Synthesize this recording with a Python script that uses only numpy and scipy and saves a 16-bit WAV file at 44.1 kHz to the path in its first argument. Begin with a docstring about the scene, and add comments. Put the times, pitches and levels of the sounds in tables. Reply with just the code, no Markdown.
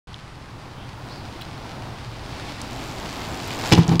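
"""Light wind and a distant engine drone fill a quiet street; two faint birds call.
A BMX bike coasts up the concrete sidewalk: tyres roar and hiss closer, freewheel pawls buzz.
Both wheels hit a small hollow ramp. Its deck booms, its lip and the bike clatter,
and the tread purrs over it. House fronts echo the hits faintly."""
import sys
import numpy as np
from scipy import signal
from scipy.fft import rfft, irfft
from scipy.io import wavfile
from scipy.ndimage import uniform_filter1d

SR = 44100
rng = np.random.default_rng(int(sys.argv[2]) if len(sys.argv) > 2 else 0)


def transcribe(signal):
    """Save signal, clipped to [-1, 1], as a 16-bit WAV file at the path in sys.argv[1]."""
    frames = np.atleast_2d(signal).T
    limited = np.clip(frames, -1, 1)
    pcm = np.round(limited * 32767).astype(np.int16)
    wavfile.write(sys.argv[1], SR, pcm)


N = 176400

# Street air. Each row: frequency in Hz, relative density in dB.
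AIR_SPECTRUM = [(25, -6.5), (55, -3), (100, -3), (135, -2), (190, -13.5), (300, -17.5), (520, -18.5),
                (760, -19), (1100, -16), (1700, -23), (3400, -32.5), (5000, -35), (6500, -44),
                (10000, -43.5), (15500, -69)]
# Wind rumble. Each row: time in seconds, level in dB.
WIND_LEVELS = [(0, -75), (1.4, -58), (2.2, -42), (3.1, -46), (4, -45)]
# Distant engine. Each row: time in seconds, level in dB.
ENGINE_LEVELS = [(0, -46.5), (.6, -45.5), (1.05, -39.5), (1.8, -40.5), (2.3, -41.5), (4, -43)]
# Tyre roar. Each row: frequency in Hz, relative density in dB.
ROAR_SPECTRUM = [(40, -8), (110, -3), (170, -1), (300, 0), (440, -7), (570, -6.5), (820, -3), (1150, -9),
                 (1500, -12.5), (3000, -39)]
# Tyre hiss. Each row: frequency in Hz, relative density in dB.
HISS_SPECTRUM = [(700, -18.5), (1500, -2), (2100, 0.5), (2900, -1), (3800, -2), (4900, -3.5), (6200, -11),
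                 (8500, -17), (12000, -27.5), (15500, -56)]
# Rolling tyres. Each row: time in seconds, roar in dB, hiss in dB.
TYRE_LEVELS = [(0, -52, -51), (.6, -45, -51.5), (1.35, -39, -46), (1.55, -40, -46), (1.75, -39, -46),
               (2.22, -40, -46), (2.35, -36, -41), (2.55, -37.5, -41.5), (3.0, -33, -41), (3.2, -33.5, -40),
               (3.5, -32, -38), (3.54, -31.5, -36.5), (3.62, -29.5, -37), (3.7, -30, -34), (3.79, -41, -32),
               (3.85, -35, -43.5), (3.93, -26, -35.5), (4, -49, -51)]
# Grit and bike parts. Each row: start in seconds, level in dB, centre in Hz,
# width as a share of the centre, T60 in seconds.
SNAP_EVENTS = [(0.1428, -23, 3400, 0.28, 0.0047), (1.41, -33.5, 2950, .4, 0.03),
               (1.414, -43, 11000, 0.89, .04), (1.42, -28.5, 3330, 0.39, 0.014),
               (2.6155, -27.5, 6700, 0.63, 0.015), (3.4775, -33, 12090, .5, .006),
               (3.5065, -22, 2600, 0.31, 0.01), (3.8798, -19.5, 6150, 0.35, 0.0054)]
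# Far birds. Each row: start in seconds, length in seconds, pitch in Hz, glide in Hz, level in dB.
BIRD_CALLS = [(0.762, .1, 3240, -71, -50), (1.092, 0.06, 4200, 604, -45), (1.135, 0.087, 4650, -300, -50)]
# Freewheel. Each row: time in seconds, ticks per second, level in dB.
PAWL_TICKING = [(2.5, 86, -68), (2.7, 94, -48.5), (2.88, 110, -47.5), (3.07, 98, -47), (3.22, 110, -47),
                (3.45, 98, -43.5), (3.6, 93, -41), (3.69, 128, -35.5), (3.76, 98, -50), (4, 82, -52)]
# Hub ring. Each row: frequency in Hz, relative density in dB.
HUB_SPECTRUM = [(1000, -25), (2300, 4), (3500, 1.5), (4800, 3), (6000, -0.5), (7550, 3), (8300, -7),
                (9300, -6.5), (10200, -9.5), (12800, -14), (13600, -6), (14200, -6), (14800, -21),
                (15500, -23)]
# Ramp lip and bike clacks. Each row: start in seconds, relative level in dB.
CLACK_EVENTS = [(3.7163, -17), (3.722, -5), (3.725, -9.5), (3.7283, -9.5), (3.728, -10), (3.733, -9.5),
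                (3.7363, -9.5), (3.7342, -12.5), (3.7405, -22), (3.7482, -15.5), (3.7521, -12.5),
                (3.783, -18.5), (3.833, -23.5), (3.893, -19), (3.9564, -23.5), (3.996, -3.5)]
# Clack timbre. Each row: frequency in Hz, relative density in dB.
CLACK_SPECTRUM = [(300, 7.5), (1400, -3), (2100, -4), (3000, 2), (5100, -0.5), (6400, -5), (8500, -18),
                  (11500, -30), (15500, -68)]
# Frame and lip ring. Each row: frequency in Hz, relative level in dB, T60 in seconds.
METAL_MODES = [(1983, -7, .04), (2033, -2, 0.036), (2390, 5, .04), (2696, -8, .04), (2940, 1, .04),
               (3450, 1.5, .04), (3880, -12, .04), (4960, 0, .03)]
# Wheels on the ramp. Each row: start in seconds, push in dB, contact in ms, knock in dB.
WHEEL_BLOWS = [(3.7184, -12.5, 0.76, -19.5), (3.7231, -4, 2.36, -16.5), (3.733, -4.5, 1.5, -20.5),
               (3.759, -12, 1.84, -25), (3.777, -7, 0.8, -14), (3.787, 1.5, 2.27, -26),
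               (3.868, -20, 2.3, -32), (3.884, -8, 2.8, -20.5), (3.888, -7, 4.8, -44),
               (3.915, -8.5, 1.1, -20), (3.933, -9.5, 2.5, -34), (3.937, -9, 2.5, -28),
               (3.9549, -13, 1.9, -26)]
# Ramp deck. Each row: frequency in Hz, relative level in dB, T60 in seconds.
DECK_MODES = [(130, -3, 0.12), (163.4, -6, 0.07), (165.6, 1.5, 0.17), (242.6, -1.5, 0.085),
              (330.4, -2.5, 0.093), (348, -14, 0.053), (432, -3.5, 0.061), (795, -10.5, 0.12),
              (985, -23, .05)]
# Board knock. Each row: frequency in Hz, relative density in dB.
KNOCK_SPECTRUM = [(50, -34), (100, -24), (160, 0), (300, 7), (420, 0), (560, -14.5), (830, 0.5),
                  (1150, -7.5), (1600, -26), (4000, -40)]
# House-front echo. Each row: frequency in Hz, relative density in dB.
ECHO_SPECTRUM = [(100, 5.5), (3000, 2), (12000, -29)]


def undb(db):
    """Decibels to gain."""
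    return 10 ** (np.asarray(db) / 20)


def unit(x):
    """Scale to rms 1."""
    return x / np.sqrt(np.mean(x ** 2) + 1e-18)


def curve(table, column=1):
    """One table column, linearly interpolated in time."""
    rows = np.array(table)
    return np.interp(np.arange(N) / SR, rows[:, 0], rows[:, column])


def colour(x, spectrum):
    """Minimum-phase filter; keeps the power of white noise."""
    rows, size = np.array(spectrum), 2 * N
    hz = np.maximum(np.fft.rfftfreq(size, 1 / SR), 1)
    gain = unit(undb(np.interp(np.log(hz), np.log(rows[:, 0]), rows[:, 1])))
    cepstrum = irfft(np.log(gain))
    cepstrum[1:N] *= 2
    cepstrum[N + 1:] = 0
    return irfft(rfft(x, size) * np.exp(rfft(cepstrum)))[:N]


def noise():
    """White noise."""
    return rng.standard_normal(N)


def band(x, hz, width_hz):
    """Band-pass, rms 1."""
    ratio = np.exp(np.clip(width_hz / hz, .02, 2) / 2)
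    edges_hz = [hz / ratio, min(hz * ratio, SR * .45)]
    return unit(signal.sosfilt(signal.butter(2, edges_hz, "band", fs=SR, output="sos"), x))


def drift(rate_hz):
    """Smoothed random steps, rms 1."""
    size = int(SR / rate_hz)
    steps = noise()[np.arange(N) // size]
    return unit(uniform_filter1d(uniform_filter1d(steps, size), size))


def decay(start_s, t60_s):
    """Sudden onset, exponential decay."""
    out, first = np.zeros(N), int(np.clip(start_s * SR, 0, N - 1))
    age_s = np.arange(min(N - first, int(2 * t60_s * SR) + 1)) / SR
    out[first:first + len(age_s)] = np.exp(-np.log(1000) * age_s / t60_s)
    return out


def ring(x, response):
    """Convolve with an impulse response."""
    return signal.fftconvolve(x, response)[:N]


def modes(table):
    """Impulse response of damped modes."""
    t = np.arange(N // 8) / SR
    return sum(undb(db - 60 * t / t60_s) * np.sin(2 * np.pi * hz * t) for hz, db, t60_s in table)


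def ticks(rate_hz, t60_s, scatter_db):
    """One noise burst of random strength per cycle, rms 1."""
    cycles = np.cumsum(rate_hz) / SR
    strength = undb(scatter_db * noise()[cycles.astype(int)])
    age_s = (cycles % 1) / rate_hz
    return unit(strength * np.exp(-np.log(1000) * age_s / t60_s) * noise())


def street(air_db=-41):
    """Far traffic, light wind and one droning engine."""
    air = colour(noise(), AIR_SPECTRUM) * undb(air_db + 0.22 * drift(rate_hz=5.44))
    wind = band(noise(), hz=51.5, width_hz=46) * undb(curve(WIND_LEVELS))
    engine = band(noise(), hz=116.5, width_hz=36.4) * undb(curve(ENGINE_LEVELS))
    return air + wind + engine


def tyres(grit_per_s=900, grit_spread_db=6.5, grit_db=-7):
    """Rubber roars and hisses on concrete and crunches fine grit."""
    grains = (rng.random(N) < grit_per_s / SR) * np.sign(noise())
    grain_db = grit_spread_db * np.minimum(rng.exponential(size=N), 5)
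    grit = undb(grit_db) * unit(grains * undb(grain_db))
    roar = colour(noise(), ROAR_SPECTRUM) * undb(curve(TYRE_LEVELS, 1) + drift(rate_hz=24.8))
    hiss = colour(noise() + grit, HISS_SPECTRUM)
    hiss *= undb(curve(TYRE_LEVELS, 2) + 0.77 * drift(rate_hz=29.69))
    return roar + hiss


def snaps():
    """Grit and bike parts click, each in its own band."""
    out = 0
    for start_s, db, hz, share, t60_s in SNAP_EVENTS:
        envelope = decay(start_s, t60_s)
        rms = np.sqrt(np.mean(envelope ** 2))
        out += undb(db) * rms * band(envelope * noise(), hz, hz * share)
    return out


def birds(rasp_share=.085):
    """Thin gliding calls; fast pitch jitter makes them rasp."""
    t, out = np.arange(N) / SR, 0
    for start_s, length_s, hz, glide_hz, db in BIRD_CALLS:
        progress = np.clip((t - start_s) / length_s, 0, 1)
        pitch_hz = (hz + glide_hz * progress) * (1 + rasp_share * drift(rate_hz=1500))
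        envelope = np.sqrt(2 * abs(np.sin(np.pi * progress)))
        out += undb(db) * envelope * np.sin(2 * np.pi * np.cumsum(pitch_hz) / SR)
    return out


def freewheel():
    """Pawls click over the ratchet and ring the hub."""
    clicks = ticks(curve(PAWL_TICKING, 1), t60_s=.011, scatter_db=1.5)
    ticking = np.arange(N) / SR > PAWL_TICKING[0][0]
    return colour(clicks, HUB_SPECTRUM) * undb(curve(PAWL_TICKING, 2)) * ticking


def clatter(rattle_db=-2.5, contact_db=12, tail_db=-27, metal_db=-10):
    """The ramp lip slaps the pavement and the bike rattles: cracks, short tails, a metal ring."""
    cracks, tail_power = np.zeros(N), 0
    rattle = noise()
    for start_s, db in CLACK_EVENTS:
        cracks += undb(db + rattle_db) * decay(start_s, t60_s=0.0085) * rattle
        cracks[int(start_s * SR)] += undb(db + contact_db) * rng.choice([-1, 1])
        tail_power += (undb(db + tail_db) * decay(start_s, t60_s=0.067)) ** 2
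    tails = noise() * np.sqrt(tail_power)
    metal = modes(METAL_MODES)
    ringing = undb(metal_db) * ring(cracks, metal / np.linalg.norm(metal))
    return colour(cracks + tails, CLACK_SPECTRUM) + ringing


def ramp(deck_db=-6.5, low_cut_hz=92):
    """Each wheel blow is a half-sine push: deck modes boom, boards knock."""
    t, push, knock = np.arange(N) / SR, 0, 0
    for start_s, push_db, contact_ms, knock_db in WHEEL_BLOWS:
        pulse = np.sin(np.pi * np.clip((t - start_s) * 1000 / contact_ms, 0, 1))
        push += undb(push_db) * pulse / pulse.sum()
        knock += undb(knock_db) * decay(start_s, t60_s=0.086)
    # The deck radiates little deep bass.
    low_cut = signal.butter(2, low_cut_hz, "high", fs=SR, output="sos")
    deck = signal.sosfilt(low_cut, modes(DECK_MODES))
    return undb(deck_db) * ring(push, deck) + colour(knock * noise(), KNOCK_SPECTRUM)


def tread(start_s=3.795, end_s=3.85, rate_hz=322.5, level_db=-37):
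    """Tread blocks tap the smooth deck in quick succession."""
    t = np.arange(N) / SR
    taps = ticks(np.full(N, rate_hz), t60_s=.003, scatter_db=2.5)
    on_deck = (t > start_s) & (t < end_s)
    return colour(taps * on_deck, CLACK_SPECTRUM) * undb(level_db)


def house_echo(x, delay_s=0.026, t60_s=0.62, level_db=-21):
    """House fronts return a faint, diffuse tail."""
    response = colour(noise() * decay(delay_s, t60_s), ECHO_SPECTRUM)
    return undb(level_db) * ring(x, response / np.linalg.norm(response))


def scene():
    """Bike and ramp over the street, mono; only the hits echo."""
    hits = ramp() + clatter() + snaps()
    return (hits + house_echo(hits) + tread() + tyres() + freewheel() + street() + birds())[None]


def record(dry):
    """Brief opening silence, clipped peaks, steep treble cut."""
    start_s, top_hz = 0.072, 15750
    clipped = np.clip(dry, -1, 1) * (np.arange(N) / SR >= start_s)
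    return signal.sosfilt(signal.ellip(10, .2, 80, top_hz, fs=SR, output="sos"), clipped)


dry = scene()
out = record(dry)
transcribe(out)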